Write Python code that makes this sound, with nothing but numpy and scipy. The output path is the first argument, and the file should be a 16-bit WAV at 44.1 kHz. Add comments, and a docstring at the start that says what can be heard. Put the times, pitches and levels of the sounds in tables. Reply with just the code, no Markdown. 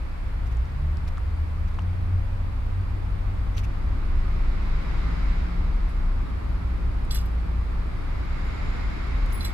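"""City traffic from a rooftop

Two microphones set apart hear deep rumble, a bus pulling away, a heavy engine idling and revving, a low hum,
passing tyres and rubbing brakes. Close by, handled gear ticks, scuffs, knocks and jingles; thin tones come and go.
Engines are sums of sine waves; traffic, brakes and scuffs are shaped noise. Ticks are dying noise bursts,
and knocked frames and struck metal ring at their own pitches."""
import sys
import numpy as np
from scipy import signal
from scipy.fft import rfft, irfft, next_fast_len
from scipy.io import wavfile
from scipy.ndimage import uniform_filter1d

SR = 44100
rng = np.random.default_rng(int(sys.argv[2]) if len(sys.argv) > 2 else 0)


def transcribe(u):
    """Save the signal u as a 16-bit wav file named by the first command-line argument.

    u: samples, shape (n,) or (channels, n), limited to [-1, 1]; the rate is SR.
    q: integer samples, one column per channel.
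    """
    v = np.clip(np.atleast_2d(u).T, -1, 1)
    q = np.round(v * 32767).astype(np.int16)
    wavfile.write(sys.argv[1], SR, q)


N = 420273
TIME = np.arange(N) / SR
# Every table of a noise's spectrum gives only its shape: the noise is scaled to rms 1 afterwards.


# bus pulling away through its gears: (time [s], firing rate [Hz], level [dB])
BUS = [(.25, 46.47, -42), (.45, 56.5, -30.5), (.68, 64.8, -32), (.89, 74.45, -24), (1.05, 79.4, -29.5),
       (1.3, 83.6, -33), (1.42, 76.35, -24.5), (1.75, 84.55, -30.5), (1.9, 88.7, -23.5), (2.4, 93, -30),
       (2.58, 92.8, -37.5), (2.8, 93.2, -25.5), (2.97, 95, -36.5), (3.13, 94.8, -27), (3.43, 94.2, -35.5),
       (3.58, 91, -27.5), (3.8, 91.05, -45), (4.0, 90, -31.5)]


def bus():
    """The firing rate climbs through the gears; a faint second multiple grows while the engine speeds up."""
    hz, first_db, gate = in_time(BUS)
    second_db = first_db - 25 + 0.3521 * speeding_up(hz)     # 0.3521 dB for each Hz per second
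    return gate * engine(hz, (1, 2), (first_db, second_db))


# heavy engine: (time [s], firing rate [Hz], level [dB], level of the second multiple [dB])
LORRY = [(0, 27.9, -34.5, -42), (.6, 27.87, -30, -31.5), (1.2, 28.1, -31.5, -47), (3.0, 27.91, -31, -34.5),
         (3.65, 26, -30, -31.5), (4.2, 25.92, -21.5, -29), (4.8, 26.32, -25, -28.5),
         (5.2, 27.65, -27.5, -27.5), (5.9, 31, -24, -32), (6.15, 30.9, -23.5, -36), (6.35, 29.69, -39, -34),
         (7.0, 28.28, -29, -30.5), (7.3, 28.61, -38, -26), (7.75, 28.4, -28.5, -26),
         (8.1, 28.1, -29, -36.5), (8.7, 27.92, -30.5, -36), (9.1, 27.78, -33.5, -30),
         (9.53, 27.8, -31, -36)]


def lorry():
    """A heavy engine idles and revs; its sixth multiple lies under the second and grows while it speeds up."""
    hz, first_db, second_db, _ = in_time(LORRY)
    sixth_db = second_db - 19.5 + 1.5 * speeding_up(hz)     # 1.5 dB for each Hz per second
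    return engine(hz, (1, 2, 6), (first_db, second_db, sixth_db))


THROB_DB, THROB_HZ = 1.8, 3.0     # how strongly and about how often an engine multiple swells


def engine(hz, multiples, levels_db):
    """Low multiples of the firing rate carry furthest, as near sines; uneven running lets the phase wander."""
    turns = 2 * np.pi * np.cumsum(hz) / SR + 0.0024 * wander(count=1)[0]
    out = np.zeros(N)
    for k, level_db in zip(multiples, levels_db):
        throb = narrow_noise(THROB_HZ, THROB_HZ)[0]     # swells and sinks at random on its way up
        gain = np.sqrt(2) * from_db(level_db + THROB_DB * throb)
        out += gain * np.sin(k * turns + rng.uniform(0, 2 * np.pi))
    return out


def speeding_up(hz):
    """Rise of the firing rate in Hz per second, smoothed; slowing down counts as none."""
    return np.clip(uniform_filter1d(np.gradient(hz) * SR, size=SR // 5), 0, None)


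# loudness of the low hum: (time [s], level [dB])
HUM = [(0, -35.5), (1.4, -42.5), (3.3, -27), (4.0, -38), (5.1, -37.5), (5.5, -27), (6.4, -29), (8.2, -41.5),
       (9.25, -23.5), (9.53, -44)]


def hum():
    """Noise through a narrow low resonance makes a wavering hum."""
    return from_db(in_time(HUM)[0]) * narrow_noise(hz=40.62, width_hz=4.8)[0]


def engines():
    """Two engines and a hum; the bass reaches both microphones almost alike, 1 dB stronger on the left."""
    return (bus() + lorry() + hum()) * from_db([[.5], [-.5]])


# deep rumble, its spectrum: (frequency [Hz], level per Hz [dB])
RUMBLE = [(12, -29), (22, -3), (30, -3), (40, -3.5), (50, -1.5), (62, 3), (80, -4.5), (98, -8), (112, -11),
          (160, -50.5)]
# rise and fall of the rumble: (time [s], level [dB])
RUMBLE_LEVEL = [(0, -32.5), (.6, -28), (1.4, -31), (2.1, -27), (2.9, -30), (4.3, -29), (5.8, -31),
                (6.5, -27.5), (8.3, -30), (9.0, -30), (9.53, -26.5)]


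def rumble():
    """Deep noise from all round rises and falls."""
    return from_db(in_time(RUMBLE_LEVEL)[0]) * coloured(RUMBLE)


# spectra of engine drone, tyre roar and tyre hiss: (frequency [Hz], level per Hz [dB])
DRONE = [(53, -29), (90, -8.5), (146, -4), (433, -16.5), (700, -29), (910, -62), (1540, -120)]
TYRES = [(300, -20), (600, -3), (900, -2), (1220, -1), (1500, -7.5), (1800, -25.5), (2400, -24)]
HISS = [(1300, -4), (1700, -5), (2300, -7), (3000, -14), (5000, -17), (6000, -27), (10000, -37.5),
        (13500, -62)]
# peaks added to the hiss: (frequency [Hz], width [Hz], height [dB])
HISS_PEAKS = [(2086, 450, 4.5), (3850, 270, 3), (5200, 89, -1.5)]


def passing_vehicles():
    """Drone and tyre noise swell as vehicles pass, coming partly from a street on the right."""
    drone, roar, hiss = passing_gains()
    low = drone * coloured(DRONE, side_share=0.41)
    tyres = roar * coloured(TYRES, side_share=0.56)
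    return low + tyres + hiss * coloured(HISS, HISS_PEAKS, side_share=0.26)


# vehicles pass in the street: (time when closest [s], approach [s], departure [s],
#     engine drone level [dB], tyre roar level [dB], tyre hiss level [dB]); levels are for the closest moment
PASSES = [(0.1, .5, 0.74, -50.5, -61, -57), (5.15, 0.71, .4, -38.5, -44, -44.5),
          (6.6, 1, 0.86, -42, -50.5, -55), (8.7, 0.48, 1.4, -38.5, -43.5, -44)]
# loss as a power of 1 / distance: the treble goes first
DRONE_FADE, ROAR_FADE, HISS_FADE = 0.54, 0.94, 1.4


def passing_gains():
    """Each vehicle's distance grows before and after its closest moment; the powers of all vehicles add."""
    fades = np.array([[DRONE_FADE], [ROAR_FADE], [HISS_FADE]])
    power = 0
    for s, approach_s, departure_s, *levels_db in PASSES:
        pace_s = np.where(TIME < s, approach_s, departure_s)
        distance = np.hypot(1, (TIME - s) / pace_s)     # 1 when closest
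        power = power + (from_db(levels_db)[:, None] / distance ** fades) ** 2
    return np.sqrt(power)


# brakes rub and a gear whines: (time [s], length [s], gear whine level [dB], brake whistle level [dB])
BRAKES = [(4.55, 1.0, -58, -75), (8.1, 1.08, -52, -68.5), (9.0, .9, -52, -72)]
# gear whine and brake whistle: (frequency [Hz], width [Hz])
BRAKE_BANDS = [(2170, 150), (7050, 190)]


def brakes():
    """Noise twice through each of two narrow resonances, louder on the right."""
    low, whistle = [narrow_noise(hz, width_hz, count=2) for hz, width_hz in BRAKE_BANDS]
    out = np.zeros((2, N))
    for s, length, low_db, whistle_db in BRAKES:
        out += stroke(s, length) * (from_db(low_db) * low + from_db(whistle_db) * whistle)
    return out * from_db([[-1.4], [1.4]])


# ticks of handled gear: (time [s], peak level before panning [dB], pitch of the knocked part [Hz],
#     left over right [dB])
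TICKS = [(0.571, -44, 6000, -2), (0.6557, -47, 5000, -2), (.971, -37.5, 4200, 9), (1.0793, -32, 3100, .1),
         (1.086, -42, 5000, .1), (1.173, -40, 3200, -5), (1.1807, -43, 6500, -2), (1.678, -46, 4570, -.4),
         (1.746, -44, 3800, .9), (1.7932, -45, 5490, -3), (1.821, -48, 4800, 2), (3.5808, -25, 3073, 6),
         (7.051, -45, 9030, 5), (9.263, -40, 9000, 2)]
TICK_WIDTH, TICK_T60_S = 1.0, .005     # resonance width as a share of pitch; time for the burst to fall 60 dB


def ticks():
    """A tick is a dying burst of noise in the resonance of the knocked part."""
    out, t = np.zeros((2, N)), np.arange(1500) / SR
    for s, db, hz, pan_db in TICKS:
        noise = rng.standard_normal(len(t))
        noise[0] = 5.0     # the contact itself
        burst = noise * from_db(-60 * t / TICK_T60_S)
        tick = resonance(resonance(burst, hz, TICK_WIDTH * hz), hz, 1.1 * hz)
        damping = signal.butter(2, 1.5 * hz, fs=SR, output="sos")     # the far treble is damped
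        tick = signal.sosfilt(damping, tick)
        add(out, s, from_db(db) * tick / np.abs(tick).max(), pan_db)
    return out


# scuffs of cloth or soles: (time [s], length [s], level [dB], left over right [dB])
SCUFFS = [(0.46, 0.023, -54, -1), (0.51, 0.028, -55, 0), (1.072, 0.023, -49, 0), (1.675, 0.021, -56, 0),
          (3.563, 0.043, -42.5, 3), (3.632, 0.026, -48.5, 5), (9.32, 0.0087, -45, 2)]
# their spectrum: (frequency [Hz], level per Hz [dB])
SCUFF = [(1200, 3), (2500, 10), (4000, 2), (6000, 1), (9000, -8.5), (13500, -7), (14600, -28)]


def scuffs():
    """A scuff is a short swell of bright noise."""
    out, rub = np.zeros((2, N)), coloured(SCUFF)
    for s, length, db, pan_db in SCUFFS:
        out += from_db(db + pan_db * np.array([[.5], [-.5]])) * stroke(s, length) * rub
    return out


# dull knocks on a hollow frame: (time [s], peak level [dB], frequency [Hz], width [Hz])
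KNOCKS = [(1.1735, -36, 1280, 330), (1.181, -29.5, 1200, 420), (1.7877, -26.5, 1010, 620),
          (1.7917, -34.5, 2820, 500), (1.7932, -34, 734, 500), (1.8, -55, 2510, 600),
          (3.635, -42, 2300, 400), (3.646, -41, 2650, 400), (3.650, -43, 2423, 400),
          (7.158, -33, 1499, 593.5)]


def knocks():
    """A soft contact twice through the frame's resonance: a few rounded cycles."""
    out, contact = np.zeros((2, N)), np.eye(1, 1200)[0]
    for s, db, hz, width_hz in KNOCKS:
        knock = resonance(resonance(contact, hz, width_hz), hz, width_hz)
        add(out, s, from_db(db) * knock / np.abs(knock).max(), 0)
    return out


# small metal parts clink together: (time [s], strength [dB], pitch of the part struck hardest [Hz])
CLINKS = [(5.889, -51, 9750), (7.107, -32, 4800), (7.1085, -31, 3440), (7.110, -30, 8200),
          (7.112, -32, 13200), (7.145, -23, 11500), (7.157, -32, 7900), (7.158, -33, 4080),
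          (7.163, -34, 2850), (7.170, -35, 14000), (7.212, -47, 11700), (7.257, -44, 12700),
          (7.312, -54, 9870), (8.449, -54, 14630), (9.396, -41, 9800), (9.407, -33, 4050),
          (9.428, -38, 13050), (9.444, -35, 3500), (9.447, -31, 4200), (9.448, -31, 11660),
          (9.449, -31, 7700), (9.457, -36, 13500), (9.476, -50, 11500)]
# ringing pitches (modes) of the parts: (frequency [Hz])
KEYS_HZ = [2850, 3440, 4080, 4800, 5500, 6350, 7080, 7596, 7960, 8860, 9790, 10670, 11660, 12720, 13780,
           14727]
# how each mode rings: (level [dB], time to fall 60 dB [s])
KEYS = [(-11, 0.2), (2.5, 0.053), (1.5, 0.086), (5, 0.051), (3.5, 0.037), (1, 0.021), (-10, 0.065),
        (-9, .07), (-7.5, 0.15), (-10, 0.053), (-7, 0.091), (-6.5, 0.063), (-4.5, 0.055), (-5, 0.03),
        (-5, .06), (-6, .05)]
AWAY_DB_PER_OCTAVE, AWAY_MOST_DB = 40, 24     # modes lose level with distance from the struck part


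def clinks():
    """Each clink rings all the metal modes; those near the struck part speak loudest."""
    out, (mode_db, t60s) = np.zeros((2, N)), np.transpose(KEYS)
    for s, db, struck_hz in CLINKS:
        octaves = np.abs(np.log2(np.array(KEYS_HZ) / struck_hz))
        away_db = np.minimum(AWAY_DB_PER_OCTAVE * octaves, AWAY_MOST_DB)
        levels_db = db - 4 + mode_db - away_db + rng.normal(0, 2.5, len(t60s))
        struck(out, s, KEYS_HZ, levels_db, t60s, rise_s=.0005, pan_db=-4.6)
    return out


# rustle of many tiny metal contacts: (frequency [Hz], level per Hz [dB])
RUSTLE = [(1500, 8), (3000, 10), (5000, -11), (6300, -13), (8000, -15), (12000, 0.5), (15000, -11)]
CHATTER_PER_S, CHATTER_DB, CHATTER_T60_S = 700, -20.5, 0.18     # contacts, level under a clink, settling time


def chatter():
    """After each clink the parts chatter on, fainter, and settle: random clicks ring the modes over a rustle."""
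    out, power = np.zeros((2, N)), np.zeros(N)
    for s, db, _ in CLINKS:
        settling_db = db + CHATTER_DB - 60 * np.abs(TIME - s) / CHATTER_T60_S
        power += (TIME > s) * from_db(settling_db) ** 2
    force = np.sqrt(power)
    for hz, (db, t60) in zip(KEYS_HZ, KEYS):
        contacts = rng.random(N) < CHATTER_PER_S / SR
        clicks = contacts * rng.standard_normal(N) * force + 1e-18
        width_hz = 5.6 / t60     # wide enough to ring shorter than a clink does
        ringing = from_db(db) * resonance(clicks, hz, width_hz) * SR / (2 * np.pi * width_hz)
        add(out, 0, ringing, -4.5 + rng.standard_normal(), lag=4)
    return out + force * coloured(RUSTLE)


# a thin ring is struck and sings on: (time [s], strength [dB])
RING_HITS = [(9.302, -60), (9.326, -42)]
# its modes, where close pairs beat: (frequency [Hz])
RING_HZ = [7935, 10936, 10971, 11427, 15036, 15089]
# how each mode rings: (level [dB], time to fall 60 dB [s])
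RING = [(-13, .5), (0, .35), (-4, .35), (-8, .2), (1.5, .22), (-1.5, .22)]


def thin_ring():
    """A struck ring sings with longer, softer-starting modes than the clinks."""
    out, (mode_db, t60s) = np.zeros((2, N)), np.transpose(RING)
    for s, db in RING_HITS:
        struck(out, s, RING_HZ, db + mode_db, t60s, rise_s=.003, pan_db=-1.0)
    return out


def struck(out, s, modes_hz, levels_db, t60s, rise_s, pan_db):
    """One contact rings every mode for up to a quarter second, each leaning to a side of its own."""
    t = np.arange(SR // 4) / SR
    for hz, db, t60 in zip(modes_hz, levels_db, t60s):
        shape = from_db(db - 60 * t / t60) * (1 - np.exp(-t / rise_s))
        side_db = pan_db + 3.0 * rng.standard_normal()
        add(out, s, shape * np.sin(2 * np.pi * hz * t), side_db, lag=4)


# faint thin tones that come and go: (time [s], length [s], pitch [Hz], rise [Hz per s], peak level [dB],
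#     waver [radians per step of the walk])
TONES = [(1.28, 0.21, 4750, 0, -68, .03), (2.08, 0.5, 548, 50, -54, 0.003),
         (2.75, 0.22, 4750, 0, -66, 0.0282), (3.547, 0.012, 5900, 0, -56, 0.02),
         (3.564, 0.022, 5900, 0, -49, 0.01), (3.596, .015, 5900, 0, -58, .02)]


def thin_tones():
    """Sines whose phase wanders."""
    walk, out = wander(count=2), np.zeros((2, N))
    for s, length, hz, rise, db, waver in TONES:
        t = TIME - s
        phase = 2 * np.pi * (hz + rise * t / 2) * t + waver * walk
        out += from_db(db) * stroke(s, length) * np.sin(phase)
    return out


# far city wash, its spectrum: (frequency [Hz], level per Hz [dB])
WASH = [(210, 0), (350, -9.5), (440, -7), (490, -3), (562, -2.5), (626, -3.5), (729, -3), (1120, -3.5),
        (1520, -7.5), (2330, -11), (2930, -18), (4780, -23.5), (5910, -31.5), (9790, -33), (13500, -35.5)]


def far_wash():
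    """Steady noise of the far city, mostly from all round."""
    return from_db(-45.5) * coloured(WASH, side_share=0.11)


# likeness of left and right in sound from all round: (frequency [Hz], correlation, 1 is identical)
LIKENESS = [(60, 0.82), (99, 1), (160, -0.04), (270, 0.5), (450, -0.21), (740, -0.11), (1220, 0.027),
            (2010, -0.054), (3330, 0.029), (5500, -0.025), (9080, -0.0087), (15000, 0.073)]
# right microphone over left: (frequency [Hz], level [dB])
RIGHT_LEAN = [(1000, 0), (2400, 1.2), (4400, 3), (8000, 0.5)]
PAIR_LAG_S = 35 / SR     # travel time across the pair


def coloured(spectrum, peaks=(), side_share=0.):
    """Stereo noise of a given spectrum; a share comes from the right end of the pair, the rest from all round."""
    size = next_fast_len(N)
    hz = np.arange(size // 2 + 1) * SR / size
    mid, side, street = rfft(rng.standard_normal((3, size)))
    ends = (hz > spectrum[0][0]) & (hz < spectrum[-1][0])
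    level_db = at_hz(spectrum, hz)
    for peak_hz, width_hz, db in peaks:
        level_db = level_db + db / (1 + (2 * (hz - peak_hz) / width_hz) ** 2)
    alike = np.clip(at_hz(LIKENESS, hz), -1, 1)
    around = (np.sqrt(1 + alike) * mid + np.sqrt(1 - alike) * side * [[1], [-1]]) / np.sqrt(2)
    # sound from the right reaches the left microphone late
    one_side = street * np.exp(-2j * np.pi * hz * PAIR_LAG_S * np.array([[1], [0]]))
    share = np.clip(side_share, 0, 1) / (1 + (hz / 2000) ** 2)     # direction blurs in the treble
    both = np.sqrt(1 - share) * around + np.sqrt(share) * one_side
    lean = from_db(at_hz(RIGHT_LEAN, hz) * np.array([[-.5], [.5]]))
    return rms_one(irfft(both * lean * ends * from_db(level_db), size)[:, :N])


def resonance(x, hz, width_hz):
    """Two-pole peak of gain 1."""
    r = np.exp(-np.pi * width_hz / SR)
    feedback = [1, -2 * r * np.cos(2 * np.pi * hz / SR), r * r]
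    return signal.lfilter((1 - r * r) / 2 * np.array([1, 0, -1]), feedback, x)


def narrow_noise(hz, width_hz, count=1):
    """Noise twice through one resonance, at rms 1; a first second is dropped so that it starts at full swing."""
    noise = rng.standard_normal((count, N + SR))
    return rms_one(resonance(resonance(noise, hz, width_hz), hz, width_hz)[:, SR:])


def wander(count):
    """Slow random walks with the fast jitter smoothed away."""
    walk = np.cumsum(rng.standard_normal((count, N)), axis=1)
    return uniform_filter1d(uniform_filter1d(walk, size=200), size=150)


def stroke(s, length):
    """A rounded swell that starts at s and lasts for length, both in seconds."""
    return np.sin(np.pi * np.clip((TIME - s) / length, 0, 1)) ** .8


def from_db(db):
    """Decibels to gain."""
    return 10 ** (np.asarray(db) / 20)


def rms_one(x):
    """Scale to rms 1."""
    return x / np.sqrt(np.mean(x ** 2) + 1e-20)


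def in_time(rows):
    """Columns of a curve at every sample, and a gate that fades in and out at its ends."""
    s, *columns = np.transpose(rows)
    fade = (s[-1] - s[0]) / 40
    gate = np.clip(np.minimum(TIME - s[0] + fade, s[-1] + fade - TIME) / fade, 0, 1)
    return [np.interp(TIME, s, c) for c in columns] + [gate]


def at_hz(points, hz):
    """Read a curve over frequency, straight lines on log frequency."""
    points = np.array(points)
    return np.interp(np.log(hz + 1), np.log(points[:, 0] + 1), points[:, 1])


def add(out, s, sound, pan_db, lag=0):
    """Lay a short sound into both channels, left over right by pan_db; left is late by lag samples."""
    for channel, (shift, sign) in enumerate([(lag, .5), (0, -.5)]):
        at = round(s * SR) + shift
        out[channel, at:at + len(sound)] += (sound * from_db(sign * pan_db))[:N - at]


def scene():
    """Street below, handling close by."""
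    street = engines() + rumble() + passing_vehicles() + brakes() + far_wash()
    handling = ticks() + scuffs() + knocks()
    jingle = clinks() + chatter() + thin_ring()
    return street + handling + jingle + thin_tones()


def record(dry):
    """A steep low-pass cuts the top above 15.7 kHz."""
    return signal.sosfilt(signal.ellip(10, .5, 70, 15700, fs=SR, output="sos"), dry)


dry = scene()
out = record(dry)
transcribe(out)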